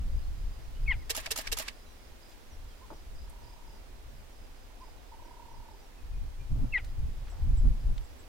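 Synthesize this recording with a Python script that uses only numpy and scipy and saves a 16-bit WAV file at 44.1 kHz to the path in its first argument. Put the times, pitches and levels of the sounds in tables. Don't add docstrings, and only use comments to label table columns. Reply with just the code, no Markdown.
import sys
import numpy as np
from scipy import signal
from scipy.fft import rfft, irfft, next_fast_len
from scipy.io import wavfile
from scipy.ndimage import uniform_filter1d, map_coordinates

SR = 44100
rng = np.random.default_rng(int(sys.argv[2]) if len(sys.argv) > 2 else 0)


def master_out(mix):
    frames = np.transpose(np.atleast_2d(mix))
    ceiling = np.clip(frames, -1, 1)
    pcm = np.round(ceiling * 32767).astype(np.int16)
    wavfile.write(sys.argv[1], SR, pcm)


N = 365148

# start in seconds, time until the voice breaks in seconds,
# time until it lets go in seconds, level ahead of the throat in dB, roughness of the clear part (0-1).
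CHIRPS = [(0.8734, 0.031, 0.05, -28, 0.09), (6.7334, 0.043, 0.044, -28, 0.1)]
# time in seconds, pitch in Hz.
CHIRP_PITCH = [
    [(.878, 1122), (.911, 1070), (.924, 945), (.934, 800), (.944, 712), (.965, 680)],
    [(6.742, 1090), (6.766, 975), (6.777, 965), (6.785, 825), (6.801, 690), (6.812, 640)],
]
# start in seconds, length in seconds, start pitch in Hz,
# end pitch in Hz, level in dB.
SQUEAKS = [(0.86, .019, 2400, 2720, -48.5), (6.7216, 0.028, 2760, 2450, -38)]
# frequency in Hz, gain in dB.
THROAT = [(400, -27), (720, -17), (1050, -19.5), (1450, -9.5), (1750, -15.5), (2000, 3), (2280, -5),
          (2700, -10.5), (3250, -15.5), (3900, -30), (4500, -36), (5200, -37), (6500, -80)]
# time in seconds, echo gain in dB.
FACING = [(0, -32), (6.2, -33), (6.5, -52)]
ATTACK_S, RELEASE_DB_PER_S = 0.0074, 950
BREAK_S = 0.0014
CLEAR_ODD_DB, BROKEN_ODD_DB = -37, -0.5
SLACK_ROUGH, SLACKEN_S = 0.35, 0.0023

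# start in seconds, gain in dB.
FRAMES = [(1.0950, -1.5), (1.3056, -1.5), (1.5162, -1.5)]
# delay in seconds, level in dB, t60 in seconds,
# treble corner in Hz.
CONTACTS = [(0, -30.5, 0.077, 6500), (.005, -22.5, 0.054, 15000), (.0112, -21.5, 0.027, 10800),
            (0.016, -26.5, 0.039, 7000), (0.053, -31, 0.081, 9000), (0.0563, -35.5, 0.039, 9000),
            (0.0691, -25.5, 0.048, 22000), (.080, -27.5, 0.057, 11000), (.086, -44, .07, 9000),
            (.105, -37.5, 0.062, 18000), (.1645, -27.5, 0.025, 5650), (.168, -26, 0.027, 3990),
            (.177, -38, 0.029, 3500)]
# delay in seconds, frequency in Hz, level in dB, t60 in seconds.
BODY_RINGS = [(.009, 450, -37.5, 0.076), (.055, 960, -36, 0.025), (.055, 1273, -36.5, 0.029),
              (.080, 260, -44, 0.053), (.080, 860, -37, .025), (.084, 642, -36.5, 0.051)]
# frequency in Hz, relative level in dB.
CASING = [(150, -6), (330, -14), (650, 0.5), (1200, -10), (1750, 3.5), (2150, 0), (2550, 4.5), (3100, 3),
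          (4400, 2), (5400, 4), (8500, 0.5), (12000, 3), (16000, -5.5)]
# delay in seconds, level in dB.
WINDER = [(.07, -52.5), (.10, -40.5), (.125, -53), (.165, -46), (.19, -54), (.23, -70)]
# frequency in Hz, relative level in dB.
GEARS = [(200, -15), (880, -7.5), (1020, -1.5), (1200, -1), (1480, -10), (1700, 2.5), (2050, -3),
         (2400, -3.5), (4000, -7), (10000, -18.5), (16000, -28)]

# time in seconds, strength ahead of the gains in dB.
WIND = [(0, -33), (.55, -44.5), (1.0, -41), (1.25, -50), (2.4, -55.5), (3.6, -49.5), (4.8, -51.5),
        (5.93, -53), (6.1, -43.5), (6.85, -39), (7.35, -39.5), (7.93, -34.5), (8.06, -48), (8.28, -52.5)]
# peak time in seconds, half width (to 1/e of the power) in seconds,
# strength ahead of the gains in dB, flutter relative to the strength in dB.
GUSTS = [(.07, 0.02, -35, -23), (.16, 0.035, -32, -14), (.3, 0.06, -37, -25), (.46, 0.043, -33, -20),
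         (.87, 0.067, -30, -16), (1.52, .04, -39.5, -24), (2.62, 0.094, -45, -12.5),
         (3.18, 0.12, -43.5, -16), (4.42, 0.03, -50, -10), (5.59, 0.032, -45, -8.5),
         (6.19, 0.073, -36, -13), (6.525, 0.014, -23, -9), (6.615, 0.044, -28.5, -3.5),
         (7.03, 0.057, -31.5, -13.5), (7.501, 0.055, -24.5, -13.5), (7.59, 0.034, -24, -24),
         (7.675, 0.034, -19.5, -13), (7.89, 0.026, -24.5, -11), (7.99, 0.027, -34.5, -19)]
# frequency in Hz, relative density in dB per Hz.
BUFFET = [(10, -6.5), (24, 4.5), (45, -1.5), (80, -8.5), (120, -25.5), (170, -30), (300, -94)]
# frequency in Hz, relative density in dB per Hz.
FLUTTER = [(60, -17), (115, 8.5), (160, -3.5), (230, -7), (320, -22), (500, -29), (1200, -54.5)]
# frequency in Hz, relative density in dB per Hz.
ROAR = [(100, -6), (250, 3), (400, -19), (700, -20.5), (1500, -30), (3000, -70)]
WIND_FLUTTER_DB, UNREST_DB = -12.5, 1.5

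# start in seconds, level in dB, centre in Hz,
# width in octaves, t60 in seconds.
TICKS = [(1.273, -36, 686, 0.14, 0.052), (2.29, -61, 6000, 1, 0.19), (2.315, -58, 1500, 1.4, .12),
         (2.9025, -46.5, 845, 0.17, 0.1), (2.906, -46, 270, 0.97, 0.19), (2.92, -51, 750, 0.42, 0.11),
         (3.297, -54, 9500, 0.3, 0.047), (6.8452, -50.5, 2500, 1.5, 0.058), (7.264, -58, 1000, 1.3, 0.55),
         (7.32, -58, 750, 0.54, 0.64), (7.9795, -41.5, 2600, 0.82, 0.019)]

# start in seconds, length in seconds, top pitch in Hz, level in dB.
HOOTS = [(2.804, 0.062, 1060, -58), (4.798, 0.059, 1040, -53.5), (4.87, 0.027, 894, -59),
         (5.114, 0.022, 963, -52), (5.13, 0.027, 928, -53), (5.793, 0.075, 827, -63.5)]
# start in seconds, length in seconds, top pitch in Hz, level ahead of the trim in dB.
TRILLS = [(3.235, .577, 970, -58), (5.185, .577, 975, -51.5)]
HOOT_ARCH = 0.266
TRILL_TOP, TRILL_DROOP, TRILL_FADE_DB = 0.302, 0.13, 5

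# start in seconds, level ahead of the trim in dB.
REPEATED_NOTES = [(.61, -67), (1.87, -66), (2.49, -62), (2.92, -67), (3.39, -71), (3.72, -68), (4.07, -70),
                  (4.29, -70), (5.21, -68), (5.49, -67), (5.80, -68), (6.14, -73), (7.27, -66), (7.54, -69),
                  (8.08, -70)]
# start in seconds, start pitch in Hz, end pitch in Hz,
# length in seconds, peak level in dB.
NOTES = [(.225, 4230, 4240, 0.033, -66), (.745, 2720, 3070, 0.043, -62), (1.85, 4010, 3920, 0.074, -67),
         (2.69, 3560, 3080, 0.054, -67), (5.97, 2800, 2500, 0.037, -65), (6.12, 2530, 2420, 0.05, -66.5),
         (6.39, 2450, 2380, 0.035, -61)]

# start in seconds, end in seconds, period in seconds, level ahead of the trim in dB.
CRICKET = [(0.111, 1.1, 0.21, -65.5), (1.73, 2.3, .245, -64), (2.674, 3.0, .225, -66),
           (3.15, 3.55, 0.26, -60.5), (3.654, 5.8, .228, -67), (6.573, 8.2, 0.24, -67)]
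# start in seconds, level ahead of the gain in dB.
BUZZES = [(7.298, -58.5), (7.571, -55.5), (8.04, -62.5), (8.19, -61)]
CRICKET_SCATTER_S, CRICKET_SCATTER_DB = 0.0074, 1.7

# frequency in Hz, t60 in seconds.
FIELD = [(200, 0.23), (2000, 0.59), (10000, 0.055)]
# frequency in Hz, relative density in dB per Hz.
MEADOW = [(100, -7.5), (215, -1.5), (300, -4), (420, -5.5), (850, -8.5), (1200, -11.5), (2500, -14),
          (4500, -16.5), (5800, -18.5), (7700, -21.5), (11000, -24), (15800, -24.5)]
# time in seconds, level ahead of the gain in dB.
AIR = [(0, -59), (2, -59.5), (4, -60.5), (6, -61), (7.3, -60), (8.28, -59.5)]
# time in seconds, level in dB.
BREEZE = [(0, -71), (2.2, -71.5), (3.8, -66.5), (4.4, -64), (5.2, -61.5), (6.2, -65), (7.4, -64),
          (8.28, -64)]
# frequency in Hz, relative density in dB per Hz.
BUSHES = [(150, -5), (380, -4), (600, -6), (900, -4), (1300, -17), (3000, -22), (8000, -45)]
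# frequency in Hz, left minus right in dB.
LEAN = [(100, 0.5), (380, -5), (1300, -4.5), (2400, -4), (4400, -2), (15000, -2.5)]
# frequency in Hz, left-right correlation (-1 to 1).
ALIKE = [(100, 0.15), (300, 0.25), (640, 0.15), (1400, 0.059), (4000, 0), (15000, 0)]
TOP_HZ = 15900


def cheetah(jitter=0.15, shimmer=0.38, rasp=0.72):
    out = np.zeros(N)
    t = np.arange(SR // 10) / SR
    harmonic = np.arange(1, 8)[:, None]
    for (s, clear_s, hold_s, level_db, clear_rough), pitch in zip(CHIRPS, CHIRP_PITCH):
        hz, = curves(pitch, s + t)
        odd_db = CLEAR_ODD_DB + (BROKEN_ODD_DB - CLEAR_ODD_DB) * step(t - clear_s, BREAK_S)
        rough = clear_rough + (SLACK_ROUGH - clear_rough) * step(t - hold_s, SLACKEN_S)
        swell = np.minimum(t / ATTACK_S, 1) ** 2
        envelope = swell * amp(level_db - RELEASE_DB_PER_S * np.maximum(t - hold_s, 0))
        phase = turns(hz * (1 + jitter * rough * wobble(690, len(t))))
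        gains = shape(THROAT)(harmonic * hz) * amp(odd_db * (harmonic % 2))
        partials = gains * np.sin(harmonic * phase)
        voice = np.sqrt(2) * partials.sum(0) * (1 + shimmer * rough * wobble(955, len(t)))
        turbulence = rasp * rough * noise(shape(THROAT), size=len(t))[0]
        add(out, s, envelope * (voice + turbulence))
    for s, length_s, from_hz, to_hz, db in SQUEAKS:
        add(out, s, whistle(from_hz + (to_hz - from_hz) * progress(length_s), db))
    return out


def bush_echo(x, delay_s=0.112):
    out = np.zeros(N)
    echo_db, = curves(FACING, np.arange(N) / SR)
    add(out, delay_s, amp(echo_db) * x)
    return out


def shutter(attack_s=0.0011, repeat=0.75):
    out = np.zeros((2, N))
    t = np.arange(SR // 4) / SR
    rise = 1 - np.exp(-t / attack_s)
    for delay_s, db, t60_s, bright_hz in CONTACTS:
        modes = resonances(depth_db=4.5)
        colour = lambda hz: shape(CASING)(hz) * modes(hz) / np.sqrt(1 + (hz / bright_hz) ** 4)
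        part = noise(colour, size=len(t))
        for s, frame_db in FRAMES:
            clack = np.sqrt(repeat) * part + np.sqrt(1 - repeat) * noise(colour, size=len(t))
            decay = amp(frame_db + db - 60 * t / t60_s)
            add(out, s + delay_s, clack * grit(depth_db=1.5, size=len(t)) * rise * decay)
    for s, frame_db in FRAMES:
        for delay_s, hz, db, t60_s in BODY_RINGS:
            ring = np.sin(2 * np.pi * hz * t + 0.25 * wobble(150, len(t)))
            decay = amp(frame_db + db - 60 * t / t60_s)
            add(out, s + delay_s, pan(ring, lean_db=-12) * rise * decay)
        motor_db, = curves(WINDER, t)
        add(out, s, amp(motor_db) * noise(shape(GEARS), size=len(t)))
    return pan(out, lean_db=-2.5)


def wind(buffet_gain_db=2, flutter_gain_db=-1.5, calm_db=-62, roar_db=-11.0, gust_db=-41):
    buffet_db, flutter_db = gusts()
    eddies = noise(shape(BUFFET), [(30, 0.69), (100, 0.16)])
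    eddies /= np.sqrt(uniform_filter1d(np.mean(eddies ** 2, 0), size=SR // 12))
    above = lambda threshold_db: amp(flutter_db) / (1 + amp(threshold_db - flutter_db) ** 2)
    flutter = amp(flutter_gain_db) * above(calm_db) * noise(shape(FLUTTER), [(150, 0.23)])
    roar = amp(roar_db + 4.1 * wobble(60)) * above(gust_db) * noise(shape(ROAR), [(300, 0.19)])
    return pan(amp(buffet_db + buffet_gain_db) * eddies + flutter + roar, lean_db=0.8)


def gusts():
    t = np.arange(N) / SR
    steady_db, = curves(WIND, t)
    buffet = amp(steady_db + UNREST_DB * wobble(23)) ** 2
    flutter = buffet * amp(WIND_FLUTTER_DB + 3.1 * wobble(12)) ** 2
    for s, width_s, db, flutter_db in GUSTS:
        power = amp(db) ** 2 * np.exp(-((t - s) / width_s) ** 2)
        buffet = buffet + power
        flutter = flutter + power * amp(flutter_db) ** 2
    return 10 * np.log10(buffet), 10 * np.log10(flutter)


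def ticks(attack_s=0.00045):
    out = np.zeros((2, N))
    t = np.arange(SR // 2) / SR
    rise = 1 - np.exp(-t / attack_s)
    for s, db, centre_hz, octaves, t60_s in TICKS:
        band = lambda hz: np.exp(-(np.log2((hz + 1) / centre_hz) / octaves) ** 2 / 2)
        burst = noise(band, [(1000, 0.7)], size=len(t))
        add(out, s, burst * grit(depth_db=4.0, size=len(t)) * amp(db - 60 * t / t60_s) * rise)
    return out


def far_bird(trill_trim_db=-1, trill_hz=34.7, bend=0.2):
    out = np.zeros(N)
    for s, length_s, top_hz, db in HOOTS:
        add(out, s, whistle(top_hz * (1 - HOOT_ARCH * (2 * progress(length_s) - 1) ** 2), db))
    for s, length_s, top_hz, level_db in TRILLS:
        u = progress(length_s)
        hz = top_hz * (1 - TRILL_DROOP * (u - TRILL_TOP) ** 2)
        db = level_db - TRILL_FADE_DB * (2 * u - 1) ** 2
        pulse = np.sin(np.pi * trill_hz * length_s * u) ** 2
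        tone = np.sin(turns(hz * (1 - bend * (1 - pulse) + 0.02 * wobble(200, len(u)))))
        gain = np.sqrt(2) * amp(trill_trim_db + db + wobble(38.3, len(u)))
        add(out, s, gain * pulse ** 1.75 * tone)
    return out


def small_birds(start_hz=6500, end_hz=5450, length_s=0.079, trim_db=-3):
    out = np.zeros(N)
    repeated = [(s, start_hz, end_hz, length_s, db + trim_db) for s, db in REPEATED_NOTES]
    for s, from_hz, to_hz, span_s, db in repeated + list(NOTES):
        u = progress(span_s)
        slide_hz = to_hz + (from_hz - to_hz) * (1 - u) ** 2
        hz = slide_hz * (1 + 0.0098 * wobble(340, len(u)))
        add(out, s, amp(db) * np.sin(np.pi * u) * np.sin(turns(hz)))
    return out


def insects(cricket_hz=4955, cricket_trim_db=-1.0, chirp_s=0.118, buzz_hz=7700, buzz_s=0.021):
    out = np.zeros(N)
    u = progress(chirp_s)
    for start_s, end_s, period_s, db in CRICKET:
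        for s in np.arange(start_s, end_s, period_s):
            late_s, louder_db = rng.standard_normal(2) * [CRICKET_SCATTER_S, CRICKET_SCATTER_DB]
            strokes = np.sin(4 * np.pi * u) ** 2 * amp(2 * wobble(30, len(u)))
            tone = np.sin(turns(cricket_hz + 95 * wobble(401, len(u))))
            add(out, s + late_s, amp(db + cricket_trim_db + louder_db) * strokes * tone)
    u = progress(buzz_s)
    for s, db in BUZZES:
        strokes = np.sin(3 * np.pi * u) ** 2
        tone = np.sin(turns(buzz_hz + 220 * wobble(1240, len(u))))
        add(out, s, 1.3 * amp(db) * strokes * tone)
    return out


def scatter(x):
    hz, t, z = signal.stft(rng.standard_normal((2, SR // 2)), SR, nperseg=256)
    decay = amp(-60 * t / along(FIELD, hz)[:, None])
    tail = signal.istft(z * decay, SR, nperseg=256)[1]
    return signal.fftconvolve(x[None], tail / np.linalg.norm(tail[0]), axes=1)[:, :N]


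def meadow(hush_gain_db=3.0):
    t = np.arange(N) / SR
    hush = noise(shape(MEADOW)) * amp(hush_gain_db + curves(AIR, t)[0])
    sough = noise(shape(BUSHES)) * amp(curves(BREEZE, t)[0])
    tilt = lambda hz: amp(np.array([along(LEAN, hz), -along(LEAN, hz)]) / 2)
    return filtered(hush + sough, tilt)


def amp(db):
    return 10 ** (np.asarray(db) / 20)


def unit(x):
    return x / np.sqrt(np.mean(x ** 2) + 1e-20)


def along(points, hz):
    f, v = np.transpose(points)
    return np.interp(np.log(hz + 1), np.log(f + 1), v)


def curves(rows, t):
    s, *cols = np.transpose(rows)
    return [np.interp(t, s, c) for c in cols]


def add(track, s, x):
    part = track[..., max(round(s * SR), 0):][..., :x.shape[-1]]
    part += x[..., :part.shape[-1]]


def wobble(rate, size=N):
    knots = rng.standard_normal(size // 8 + 4)
    return map_coordinates(knots, [np.arange(size) * rate / SR], mode="mirror")


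def turns(hz):
    return 2 * np.pi * np.cumsum(hz) / SR


def progress(length_s):
    return np.linspace(0, 1, round(length_s * SR))


def step(t, width_s):
    return (1 + np.tanh(t / (2 * width_s))) / 2


def whistle(hz, db):
    swell = np.sin(np.linspace(0, np.pi, len(hz)))
    return np.sqrt(2) * amp(db) * swell * np.sin(turns(hz))


def filtered(x, response):
    n = x.shape[-1]
    m = next_fast_len(n + SR // 8)
    return irfft(rfft(x, m) * response(np.fft.rfftfreq(m, 1 / SR)), m)[..., :n]


def noise(colour, alike=ALIKE, size=N):
    turn = lambda hz: np.arccos(np.clip(along(alike, hz), -1, 1)) / 2
    split = lambda hz: colour(hz) * [np.cos(turn(hz)), np.sin(turn(hz))]
    mid, side = filtered(rng.standard_normal((2, size)), split)
    return unit(np.array([mid + side, mid - side]))


def shape(points):
    return lambda hz: amp(along(points, hz))


def grit(depth_db, size):
    return unit(amp(depth_db * wobble(1400, size)))


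def resonances(depth_db, spacing_hz=170):
    knots_hz = np.arange(0, SR / 2, spacing_hz)
    peaks_db = depth_db * rng.standard_normal(len(knots_hz))
    return lambda hz: amp(np.interp(hz, knots_hz, peaks_db))


def pan(x, lean_db):
    return x * amp([[lean_db / 2], [-lean_db / 2]])


def scene():
    cat, bird = cheetah(), far_bird()
    thin = small_birds() + insects()
    calls = pan(cat, lean_db=3.5) + bush_echo(cat) + amp(-37) * scatter(cat)
    far_calls = pan(bird, lean_db=-5.0) + amp(-16.5) * scatter(bird)
    thin_calls = thin + amp(-5) * scatter(thin)
    return calls + far_calls + thin_calls + shutter() + ticks() + wind() + meadow()


def record(dry, notch_hz=180, notch_width_hz=12):
    dip = lambda hz: 1 - np.exp(-((hz - notch_hz) / notch_width_hz) ** 2 / 2)
    return filtered(dry, lambda hz: dip(hz) * (hz < TOP_HZ))


dry = scene()
out = record(dry)
master_out(out)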